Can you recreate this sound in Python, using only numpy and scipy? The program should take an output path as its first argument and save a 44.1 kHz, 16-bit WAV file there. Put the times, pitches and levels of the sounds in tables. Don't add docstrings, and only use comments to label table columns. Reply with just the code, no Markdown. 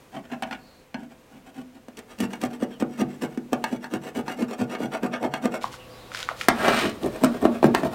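import sys
import numpy as np
from scipy import signal
from scipy.fft import rfft, irfft
from scipy.io import wavfile

SR = 44100
rng = np.random.default_rng(int(sys.argv[2]) if len(sys.argv) > 2 else 0)


def transcribe(u):
    v = np.clip(np.atleast_2d(u).T, -1, 1)
    q = np.round(v * 32767).astype(np.int16)
    wavfile.write(sys.argv[1], SR, q)


N = 350154

SIZE = 32768
FREQ = np.maximum(np.arange(SIZE // 2 + 1) * SR / SIZE, 1)
TIME = np.arange(SIZE) / SR
SHIFT_S, MOVE_S = 1.85, 5.612
# [f/Hz, relative level/dB]
GRIT_SPECTRUM = [(200, -11), (1000, 9), (2800, 0.5), (4000, -1), (6000, -4), (8000, -3), (10500, -9),
                 (14000, -6.5), (16000, -15)]


def scraping():
    # [f/Hz, bandwidth/Hz, level over the plain sheet/dB]
    first_modes = [(155, 9, 16), (247.7, 29, 20), (351, 32, 8.5), (662, 66, 18), (764, 39, 15.5),
                   (950, 96, 2.5), (1454, 58, 13), (1605, 31, 10.5), (1820, 83, 8), (2220, 58, 7),
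                   (2680, 320, 11.5), (3300, 90, -1), (5400, 850, 3.5), (7960, 900, 3)]
    near_modes = [(144.1, 3.9, 21.6), (244, 5.4, 20.3), (246, 38.5, 18.7), (293, 11, 0.33), (347, 40, 7.6),
                  (461, 145, 11.2), (533, 28, 3.5), (462.2, 8.1, 15.3), (632, 86, 14.3), (738.5, 16, 20.7),
                  (740, 6.3, 1), (930, 8.8, 0.98), (1196, 150, 5.4), (1350, 37, 2.8), (1449, 36, 9.2),
                  (1565, 48, 9.3), (1720, 270, 7.9), (1810, 31, 1.4), (2207, 49, 9.6), (2517, 93, 12),
                  (2780, 64, 13), (3270, 190, 7.4), (3480, 15, 6.9), (4540, 280, 3.8), (5700, 230, 9.3),
                  (7980, 900, 6.3), (9200, 220, 1.4)]
    far_modes = [(235, 21.5, 10), (352.6, 18, 9.1), (428, 22, 10.2), (640, 110, 10.6), (780, 46, 5.9),
                 (830, 23, 2.5), (917, 26, 7.9), (1130, 99, 5), (1390, 51, 4.1), (1680, 11, 2.9),
                 (1845, 25, 5.9), (2200, 44, 3.8), (2480, 100, 4.9), (2896, 80, 5), (3760, 950, 1.6),
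                 (8570, 240, 9.1), (13600, 1100, 2.6)]
    # [f/Hz, T60/s, level over the first wave/dB]
    near_ring = [(129, 0.21, 5.5), (248, 0.65, -7), (696, 0.21, -1), (1800, 0.15, -3), (4780, 0.14, -9.5),
                 (12800, 0.042, -19)]
    far_ring = [(128, 0.5, 3.5), (252, 0.36, -4), (670, 0.32, -6.5), (1800, 0.17, -0.5), (4900, 0.25, -7),
                (13000, 0.047, -21)]
    first = hull(first_modes, near_ring)
    near = hull(near_modes, near_ring)
    far = hull(far_modes, far_ring)

    def body(s):
        if s < SHIFT_S:
            return first
        return near if s < MOVE_S else far

    return to_and_fro(body) + chips(body) + catches(body) + taps(body)


def to_and_fro(body):
    # [t of deepest bite/s, push length/s, push pressure/dB, return pressure/dB, push chatter f/Hz, return chatter f/Hz]
    stroke_rows = [(0.166, 0.1, -8, -20, 910, 1200), (0.333, 0.082, -6.5, -41, 1050, 1400),
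                   (1.022, 0.11, -16, -19.5, 1200, 1490), (1.36, 0.13, -19, -15, 1410, 1400),
                   (1.589, 0.095, -10, -31, 1100, 1800), (1.767, 0.07, -20.5, -45, 1390, 1780),
                   (1.99, 0.047, -11.5, -17, 1200, 1990), (2.229, 0.095, 1, -9, 1000, 1290),
                   (2.442, 0.085, -1, -6, 910, 1070), (2.628, 0.065, -3, -18.5, 800, 1500),
                   (2.812, 0.036, 0, -16, 810, 1400), (3.01, 0.073, 2.5, -16, 755, 1300),
                   (3.239, 0.064, 1.5, -17, 780, 1400), (3.536, 0.047, -4, -11, 690, 1200),
                   (3.738, 0.097, -4.5, -11, 870, 1090), (3.945, 0.083, 0.5, -3.5, 750, 1120),
                   (4.183, 0.091, 1, 0, 726, 1010), (4.415, 0.1, 1.5, 2, 660, 930),
                   (4.617, 0.084, 5, 0, 530, 1020), (4.835, .105, 5, 3, 437, 920),
                   (5.052, 0.081, 5.5, -3, 510, 1000), (5.245, 0.092, 4.5, -3, 520, 1010),
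                   (5.453, 0.073, 5, 2, 527, 835), (6.853, 0.099, 5.5, -8, 650, 1000),
                   (7.055, 0.089, 6.5, 1, 560, 940), (7.245, 0.073, 10, 1, 540, 950),
                   (7.447, 0.076, 9.5, -1.5, 545, 950), (7.655, .06, 13.5, 5.5, 505, 700),
                   (7.852, 0.08, 6, 5.5, 540, 757)]
    # [t of peak/s, lead-in/s, run-out/s, sheet flex level/dB, chatter level/dB, chatter f/Hz, grit level/dB]
    skid_rows = [(0.435, .012, 0.015, -45, -33.5, 1480, -50), (0.472, .012, 0.027, -45, -42, 1090, -52),
                 (0.532, .028, 0.033, -37, -33.5, 1300, -51.5), (6.68, 0.16, 0.19, -23, -21.5, 1000, -35.5),
                 (6.79, 0.24, 0.16, -38, -26, 1800, -46)]
    lead_share = 0.57
    return_share = 0.53
    return_fill, return_max_s = 0.8, 0.11
    jab_s, lift_s = 0.064, 0.07
    cycle_s, rest_s = 0.18, 0.27
    return_cut_hz = 405

    out = np.zeros(N)
    trailing = causal(1 / np.sqrt(1 + (return_cut_hz / FREQ) ** 4))
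    gaps = np.diff([row[0] for row in stroke_rows], append=np.inf)
    for (s, push_s, push_db, return_db, push_hz, return_hz), gap in zip(stroke_rows, gaps):
        cycle = gap if gap < rest_s else cycle_s
        push = s, push_s, push_db, push_hz, False
        back_s = min(return_fill * (cycle - push_s), return_max_s)
        lifted = lift_s + lead_share * back_s if push_s < jab_s else 0
        back_at = s + max(return_share * cycle, lifted)
        back = back_at, back_s, return_db, return_hz, True
        for at, length, press_db, hz, returning in (push, back):
            lead = lead_share * length
            sheet = pressed(body(at)) * (trailing if returning else 1)
            force = bite(at, press_db, hz, returning)
            add(out, at - lead, stroke(sheet, lead, length - lead, *force))
    for s, lead, trail, *force in skid_rows:
        add(out, s - lead, stroke(body(s), lead, trail, *force))
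    return out


def bite(s, press_db, chatter_hz, returning):
    # [t/s, coated share (0 bare metal, 1 full coat)]
    paint_rows = [(0.15, 0.29), (0.55, 0.072), (1.0, 0.69), (2.4, 0.99), (2.65, 0.68), (3.0, 0.8),
                  (3.24, 1), (3.53, 0.2), (3.75, 0.78), (4.4, 0.66), (4.65, 0.51), (5.2, 0.043),
                  (5.5, 0.57), (7.05, 0.5), (7.9, 0.43)]
    paint = np.clip(np.interp(s, *np.transpose(paint_rows)), 0, 1)
    far = s > MOVE_S
    flex_db, chatter_db, grit_db = -27.5, -27, -46.5
    flex_db += press_db + 5 * paint
    chatter_db += press_db - 14.5 * paint
    grit_db += 0.79 * press_db + 9.5 * paint
    flex_db += -8 * returning
    chatter_db += -1 * returning
    chatter_db += -4 * far
    grit_db += -4.5 * far
    return flex_db, chatter_db, chatter_hz, grit_db


def stroke(body, lead, trail, *force, flex_bite=1.6, chatter_bite=1.3, grit_bite=1.2):
    length = lead + trail
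    depth = travel(lead, trail)
    speed = np.sin(np.pi / 2 * depth)
    judder = stick_slip(length)
    flex, chatter, grit = contact(body, *force)
    slips = grains(2500, 2.76, 0.58)
    flakes = grains(4000, 2.1, 0.68)
    chattering = rfft(slips * judder * depth ** chatter_bite) * causal(chatter)
    grinding = rfft(flakes * judder * speed ** grit_bite) * causal(grit)
    analytic = signal.hilbert(irfft(rfft(slips) * causal(flex)))
    strength = np.sqrt(np.mean(np.abs(analytic) ** 2))
    swing = np.cos(np.angle(analytic)) * strength * depth ** flex_bite
    band = 1 / np.sqrt((1 + (FREQ / 650) ** 8) * (1 + (85 / FREQ) ** 4))
    sheet = rfft(swing) * causal(band)
    return irfft((sheet + slide(chattering + grinding, length)) * body * undb(0.71))


def travel(lead, trail):
    return np.interp(TIME, [0, lead, lead + trail], [0, 1, 0])


def stick_slip(length, slow_hz=200, sweep_s=0.22, uneven=0.55, spread_db=4, release_s=0.0044, creep=0.57):
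    gaps, sizes = rng.standard_normal((2, SIZE // 32))
    slip_hz = slow_hz * (1 + (length / sweep_s) ** 2)
    at = np.cumsum(np.exp(uneven * gaps)) * SR / slip_hz
    kick_sizes = undb(spread_db * np.clip(sizes, -2, 2))
    kicks = np.bincount(at.astype(int), kick_sizes, SIZE)[:SIZE]
    releases = signal.lfilter([1], [1, -np.exp(-1 / (release_s * SR))], kicks)
    return unit(creep + unit(releases))


def grains(rate, spread_db, smooth):
    sizes = undb(spread_db * np.minimum(rng.exponential(size=SIZE), 4))
    slips = (rng.random(SIZE) < rate / SR) * sizes * rng.choice([-1, 1], SIZE)
    return unit(unit(slips) + smooth * rng.standard_normal(SIZE))


def contact(body, flex_db, chatter_db, chatter_hz, grit_db, thud=1):
    # [f/Hz, relative level/dB]
    flex_spectrum = [(30, -42.5), (60, -11.5), (100, -26.5), (145, -13), (210, -1), (300, -1.5),
                     (420, -6.5), (600, -19.5), (1200, -22.5), (4000, -82)]
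    flex = through(undb(along(flex_spectrum, FREQ)) * thud, body, flex_db)
    chatter = through(bump(chatter_hz, 0.88, 2.07), body, chatter_db)
    grit = through(undb(along(GRIT_SPECTRUM, FREQ)), body, grit_db)
    return flex, chatter, grit


def slide(edge, length):
    turn = np.pi / 2 * np.clip(TIME / length, 0, 1)
    shares = np.cos(turn) ** 2, np.sin(turn) ** 2
    return rfft(sum(share * irfft(edge * spot(length)) for share in shares))


def spot(length, rib_db=-4.0, blur_s=0.24):
    delays = rng.uniform(0.0008, 0.004, 2)
    echoes = sum(np.exp(-4j * np.pi * delay * np.sqrt(1000 * FREQ)) for delay in delays)
    return 1 + undb(rib_db) / (1 + (length / blur_s) ** 2) * echoes * FREQ / (FREQ + 700)


def catches(body, thud_width=0.47, thud_slope=0.88):
    # [t/s, thud level/dB, abruptness (0 to 1), chipping paint level/dB, thud f/Hz]
    thud_rows = [(0.169, -36.5, .8, -56, 300), (0.321, -33.5, .8, -47, 280), (0.944, -28.5, .5, -69, 260),
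                 (1.883, -41, 0.9, -48.5, 280), (2.202, -24.5, 0.4, -42, 296), (2.436, -28, 1, -31, 330),
                 (2.625, -24, 0.89, -54, 273), (2.823, -18, 0.75, -40, 438), (3.016, -21.5, 0.73, -42, 330),
                 (3.231, -30, 0, -43, 254), (3.374, -23.5, 0, -42.5, 330), (3.5227, -26.5, 0.6, -48, 280),
                 (3.530, -20, 0.88, -27.5, 300), (3.726, -22, 0, -50, 243), (3.937, -27, 0.1, -32.5, 292),
                 (4.423, -26.5, .1, -38.5, 280), (4.803, -28, 0.8, -60, 400), (5.032, -24.5, 0.2, -38, 480),
                 (5.228, -33, 1, -39, 456), (5.251, -26.5, 0.7, -58, 500), (5.455, -26, 0.98, -31, 453),
                 (7.047, -21, 0.23, -60, 285), (7.236, -18, 0.9, -26, 280), (7.244, -19, 0.25, -23.5, 230),
                 (7.426, -26, 0.76, -54, 450), (7.452, -15.5, 0.94, -49, 300),
                 (7.628, -20.5, 0.98, -49, 360), (7.642, -12, 0.82, -35, 404), (7.742, -27.5, 1, -50, 400),
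                 (7.833, -22, 0.89, -46, 286)]
    near_hz, far_hz = 467, 600
    clank_db, soft_db = -40, -32
    out = np.zeros(N)
    for s, db, abrupt, chip_db, thud_hz in thud_rows:
        edge_db = db + soft_db * (1 - abrupt)
        hz = near_hz if s < MOVE_S else far_hz
        thud = bump(thud_hz, thud_width, thud_slope)
        blow = knock(pressed(body(s)), db, edge_db, hz, chip_db, thud)
        add(out, s, blow + clank(edge_db + clank_db))
    return out


def taps(body):
    # [t/s, blow level/dB, freedom to ring (0 to 1), chipping paint level/dB]
    landing_rows = [(0.4229, -31, 0, -34.5), (.432, -32, 0.1, -48), (.510, -35.5, 0.2, -44),
                    (0.528, -35, 0.4, -50), (.943, -32.5, 0.16, -57), (2.334, -36.5, 0.25, -42),
                    (3.64, -30.5, 1, -26.5), (3.842, -38, 0.8, -42), (4.28, -33.5, 0.95, -41),
                    (4.75, -33, 0, -60), (5.138, -30.5, 0, -59), (5.338, -27, 0, -32),
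                    (6.4843, -14, 0.16, -15.5), (6.681, -18.5, 0, -43), (7.7477, -18.5, 0.2, -26)]
    tap_hz = 1160
    held_flex_db, held_clank_db = -3.5, -6.5
    free_flex_db, free_chatter_db, free_clank_db = 2, -3.5, 11
    out = np.zeros(N)
    for s, db, free, chip_db in landing_rows:
        flex_db = db + held_flex_db + free_flex_db * free
        chatter_db = db + free_chatter_db * free
        blow = knock(pressed(body(s)), flex_db, chatter_db, tap_hz, chip_db)
        add(out, s, blow + clank(db + held_clank_db + free_clank_db * free))
    return out


def chips(body):
    # [t/s, level/dB, crumbling time constant/s]
    chip_rows = [(1.9708, -41, 0.0091), (1.99, -37, 0.0032), (2.187, -40, .005), (2.203, -26.5, 0.0078),
                 (2.241, -45, .01), (2.332, -32.5, .003), (2.415, -33, 0.0064), (2.4512, -36, 0.0051),
                 (2.6323, -38, 0.0041), (2.8, -35, 0.0088), (3.013, -30, 0.0038), (3.22, -35, 0.0056),
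                 (4.17, -35, 0.0044), (4.592, -41, .004), (6.896, -36, 0.0044)]
    chip_hz = 8500
    out = np.zeros(N)
    for s, db, crumble_s in chip_rows:
        sheet = pressed(body(s))
        snap = grains(6000, 4.9, 0.8) * np.exp(-TIME / crumble_s)
        colour = bump(chip_hz, 1.45, 1.24) * undb(along(GRIT_SPECTRUM, FREQ))
        force = causal(through(colour, sheet, db))
        add(out, s, irfft(rfft(snap) * force * sheet))
    return out


def knock(body, *force, skid_s=0.003, skid_db=-2, skid_hz=900, spread=0.06):
    envelope = np.exp(-TIME / skid_s) * (1 - np.exp(-TIME / 0.0003))
    skid = rfft(unit(rng.standard_normal(SIZE) * envelope)) / np.sqrt(SIZE)
    push = 1 / (1 + 1j * FREQ / skid_hz)
    gain = np.sqrt(sum(part ** 2 for part in contact(body, *force)))
    dispersion = np.exp(-2j * np.pi * spread * np.sqrt(FREQ))
    blow = push + undb(skid_db) * skid * (1 - push)
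    return irfft(blow * causal(gain) * dispersion * body) * np.sqrt(SR / 100) * undb(3.5)


def clank(db, detune=0.0098):
    # [f/Hz, relative level/dB, T60/s]
    clank_modes = [(760, -8.5, 0.39), (881, 4, 0.096), (942, -3.5, 0.2), (1500, -18, 0.2), (1612, 0.5, 0.1),
                   (1690, -5.5, 0.22), (1862, -6.5, 0.14), (2050, -11.5, 0.095), (2670, -8, 0.11),
                   (4300, -4.5, 0.054), (4970, -7, 0.025), (6000, -11, 0.059)]
    chance = rng.standard_normal((len(clank_modes), 2))
    ring = np.zeros(SIZE)
    for (hz, mode_db, t60), (pitch_shift, phase) in zip(clank_modes, chance):
        decay = np.exp(-np.log(1000) * TIME / t60)
        ring += undb(mode_db) * decay * np.sin(2 * np.pi * (hz * (1 + detune * pitch_shift) * TIME + phase))
    ring = ring * (1 - np.exp(-TIME / 0.00032))
    return ring * undb(db) / np.sqrt(np.mean(ring[:SR // 100] ** 2))


def pressed(body, detune=0.0094, treble_detune=0.0505, treble_hz=3000):
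    shift = detune + treble_detune * FREQ ** 2 / (FREQ ** 2 + treble_hz ** 2)
    return np.interp(FREQ * np.exp(shift * rng.uniform(-1, 1)), FREQ, body)


def hull(modes, ring, return_s=0.0405, return_db=0, return_hz=146):
    ring = np.array(ring)
    centres = np.geomspace(100, 12800, num=8)
    response = np.ones(len(FREQ), complex)
    for hz, share in zip(centres, np.eye(len(centres))):
        t60 = along(ring[:, :2], hz)
        tail = rng.standard_normal(SIZE) * np.exp(-np.log(1000) * TIME / t60)
        band = np.interp(np.log(FREQ), np.log(centres), share)
        band_filter = causal(np.sqrt(band) + 0.0018)
        response += rfft(unit(tail)) / np.sqrt(SIZE) * band_filter * undb(along(ring[:, ::2], hz))
    delay = np.exp(-2j * np.pi * FREQ * return_s)
    response += undb(return_db) * causal(bump(return_hz, 0.06, 11.4)) * delay
    resonances = sum((undb(db) - 1) / (1 + 1j * (FREQ ** 2 - hz ** 2) / (FREQ * width))
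                     for hz, width, db in modes)
    return response * (1 + resonances)


def handling(yard_t60=0.33, yard_db=-9):
    # [t of peak/s, lead-in/s, run-out/s, relative level/dB, f/Hz]
    shuffle_rows = [(5.635, 0.031, 0.057, -38.5, 1980), (5.744, 0.046, 0.03, -43, 2370),
                    (6.191, 0.091, 0.084, -35, 1890), (6.308, 0.048, 0.029, -39.5, 1260),
                    (6.417, 0.059, 0.064, -38, 2380)]
    # [t/s, relative level/dB, main f/Hz, second f/Hz, second level relative to main/dB]
    click_rows = [(5.642, -24, 950, 1250, -12), (5.741, -41, 1540, 2900, -9),
                  (6.118, -38.5, 1340, 2100, -15), (6.148, -30.5, 1550, 4880, -5),
                  (6.229, -33, 3600, 1490, 3), (6.289, -25.5, 1260, 2100, -13), (6.314, -32, 710, 1160, -7),
                  (6.412, -24.5, 2270, 1340, -6), (7.034, -39.5, 2970, 4880, -15)]
    out = np.zeros(N)
    echo = unit(rng.standard_normal(SIZE) * np.exp(-np.log(1000) * TIME / yard_t60)) / np.sqrt(SIZE)
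    yard = 1 + undb(yard_db) * rfft(echo)
    for s, lead, trail, db, hz in shuffle_rows:
        rustle = grains(2200, 4.2, 0.58) * travel(lead, trail) ** 0.96
        colour = causal(through(bump(hz, 1.8, 3.36), yard, db))
        add(out, s - lead, irfft(rfft(rustle) * yard * colour))
    for s, db, hz, second_hz, second_db in click_rows:
        colour = np.hypot(bump(hz, 0.27, 1.8), undb(second_db) * bump(second_hz, 0.1, 1.6))
        burst = unit(rng.standard_normal(SIZE) * np.exp(-TIME / 0.0028))
        rattle = 1 + 0.8 * rfft(burst) / np.sqrt(SIZE)
        click = irfft(rattle * yard * causal(through(colour, yard, db - 2.0)))
        add(out, s, click * np.sqrt(SR / 100))
    return out


def background(near_hum_db=-3, far_hum_db=-2):
    # [f/Hz, relative level per Hz/dB]
    near_air = [(15, -34), (25, 0.5), (427, -1.5), (516, 0.5), (575, -4.5), (1890, -13), (2410, -12.5),
                (3160, -16.5), (4370, -20.5), (7510, -22), (10100, -25.5), (16000, -26.5)]
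    far_air = [(15, -42), (25, -3), (120, -6.5), (223, -5.5), (405, -6), (439, -10), (503, 0.5), (545, -6),
               (1160, -11.5), (1650, -16), (4030, -19.5), (5730, -26), (16000, -32)]
    # [f/Hz, relative level/dB]
    near_lines = [(511.4, -62.5), (651.4, -94), (958.2, -75)]
    far_lines = [(118.4, -54), (506.0, -53), (651.4, -75), (1125, -57.5), (1184, -69)]
    # [t/s, length/s, start f/Hz, end f/Hz, relative level/dB]
    bird_rows = [(0.583, 0.27, 4400, 4190, -61), (2.713, 0.07, 3380, 2900, -54),
                 (5.78, 0.09, 2870, 2740, -51), (5.89, 0.11, 4500, 5150, -58),
                 (5.916, 0.26, 3960, 3720, -58.5)]
    moved = np.clip((np.arange(N) / SR - MOVE_S) * 200, 0, 1)
    near = air(near_air, -54.5) + undb(near_hum_db) * hum(near_lines)
    far = air(far_air, -45.5) + undb(far_hum_db) * hum(far_lines)
    out = (1 - moved) * near + moved * far
    for s, length, start_hz, end_hz, db in bird_rows:
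        glide = np.interp(TIME, [0, length], [start_hz, end_hz])
        hz = glide * (1 + 0.069 * walk(2000, SIZE) + 0.0147 * walk(39.2, SIZE))
        swell = np.sqrt(2 * travel(length / 3, length * 2 / 3))
        add(out, s, undb(db) * swell * np.sin(2 * np.pi * np.cumsum(hz) / SR))
    return out


def air(spectrum, db):
    hz = np.maximum(np.arange(N // 2 + 1) * SR / N, 1)
    noise = irfft(rfft(rng.standard_normal(N)) * undb(along(spectrum, hz)), N)
    return unit(noise) * undb(db + 1.5 * walk(5, N))


def hum(lines):
    out = np.zeros(N)
    for hz, db in lines:
        level = undb(db + 0.43 * walk(2.0, N)) * np.sqrt(2)
        pitch = hz * (1 + 0.0029 * walk(6.9, N))
        out += level * np.sin(2 * np.pi * np.cumsum(pitch) / SR)
    return out


def bump(hz, half_width, slope):
    return (1 + (np.sinh(np.log(FREQ / hz)) / half_width) ** 2) ** (-slope / 2)


def through(shape, body, db):
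    return shape * undb(db) / np.sqrt(np.mean(np.abs(shape * body) ** 2))


def causal(gain):
    cepstrum = irfft(np.log(gain + 1e-9))
    cepstrum[1:SIZE // 2] *= 2
    cepstrum[SIZE // 2 + 1:] = 0
    return np.exp(rfft(cepstrum))


def along(points, hz):
    points = np.asarray(points, float)
    return np.interp(np.log(hz), np.log(points[:, 0]), points[:, 1])


def walk(rate, size):
    steps = np.arange(size) * rate / SR
    knots = rng.standard_normal(size // 8)
    return np.interp(steps, np.arange(len(knots)), knots)


def undb(db):
    return 10 ** (np.asarray(db) / 20)


def unit(x):
    return x / np.sqrt(np.mean(x ** 2))


def add(track, start_s, sound):
    i = max(int(start_s * SR), 0)
    part = sound[:max(N - i, 0)]
    track[i:i + len(part)] += part


def scene():
    return (scraping() + handling() + background())[None]


def record(dry):
    low_pass = signal.ellip(8, 0.2, 70, 16000, fs=SR, output="sos")
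    return signal.sosfilt(low_pass, np.clip(dry, -1, 1))


dry = scene()
out = record(dry)
transcribe(out)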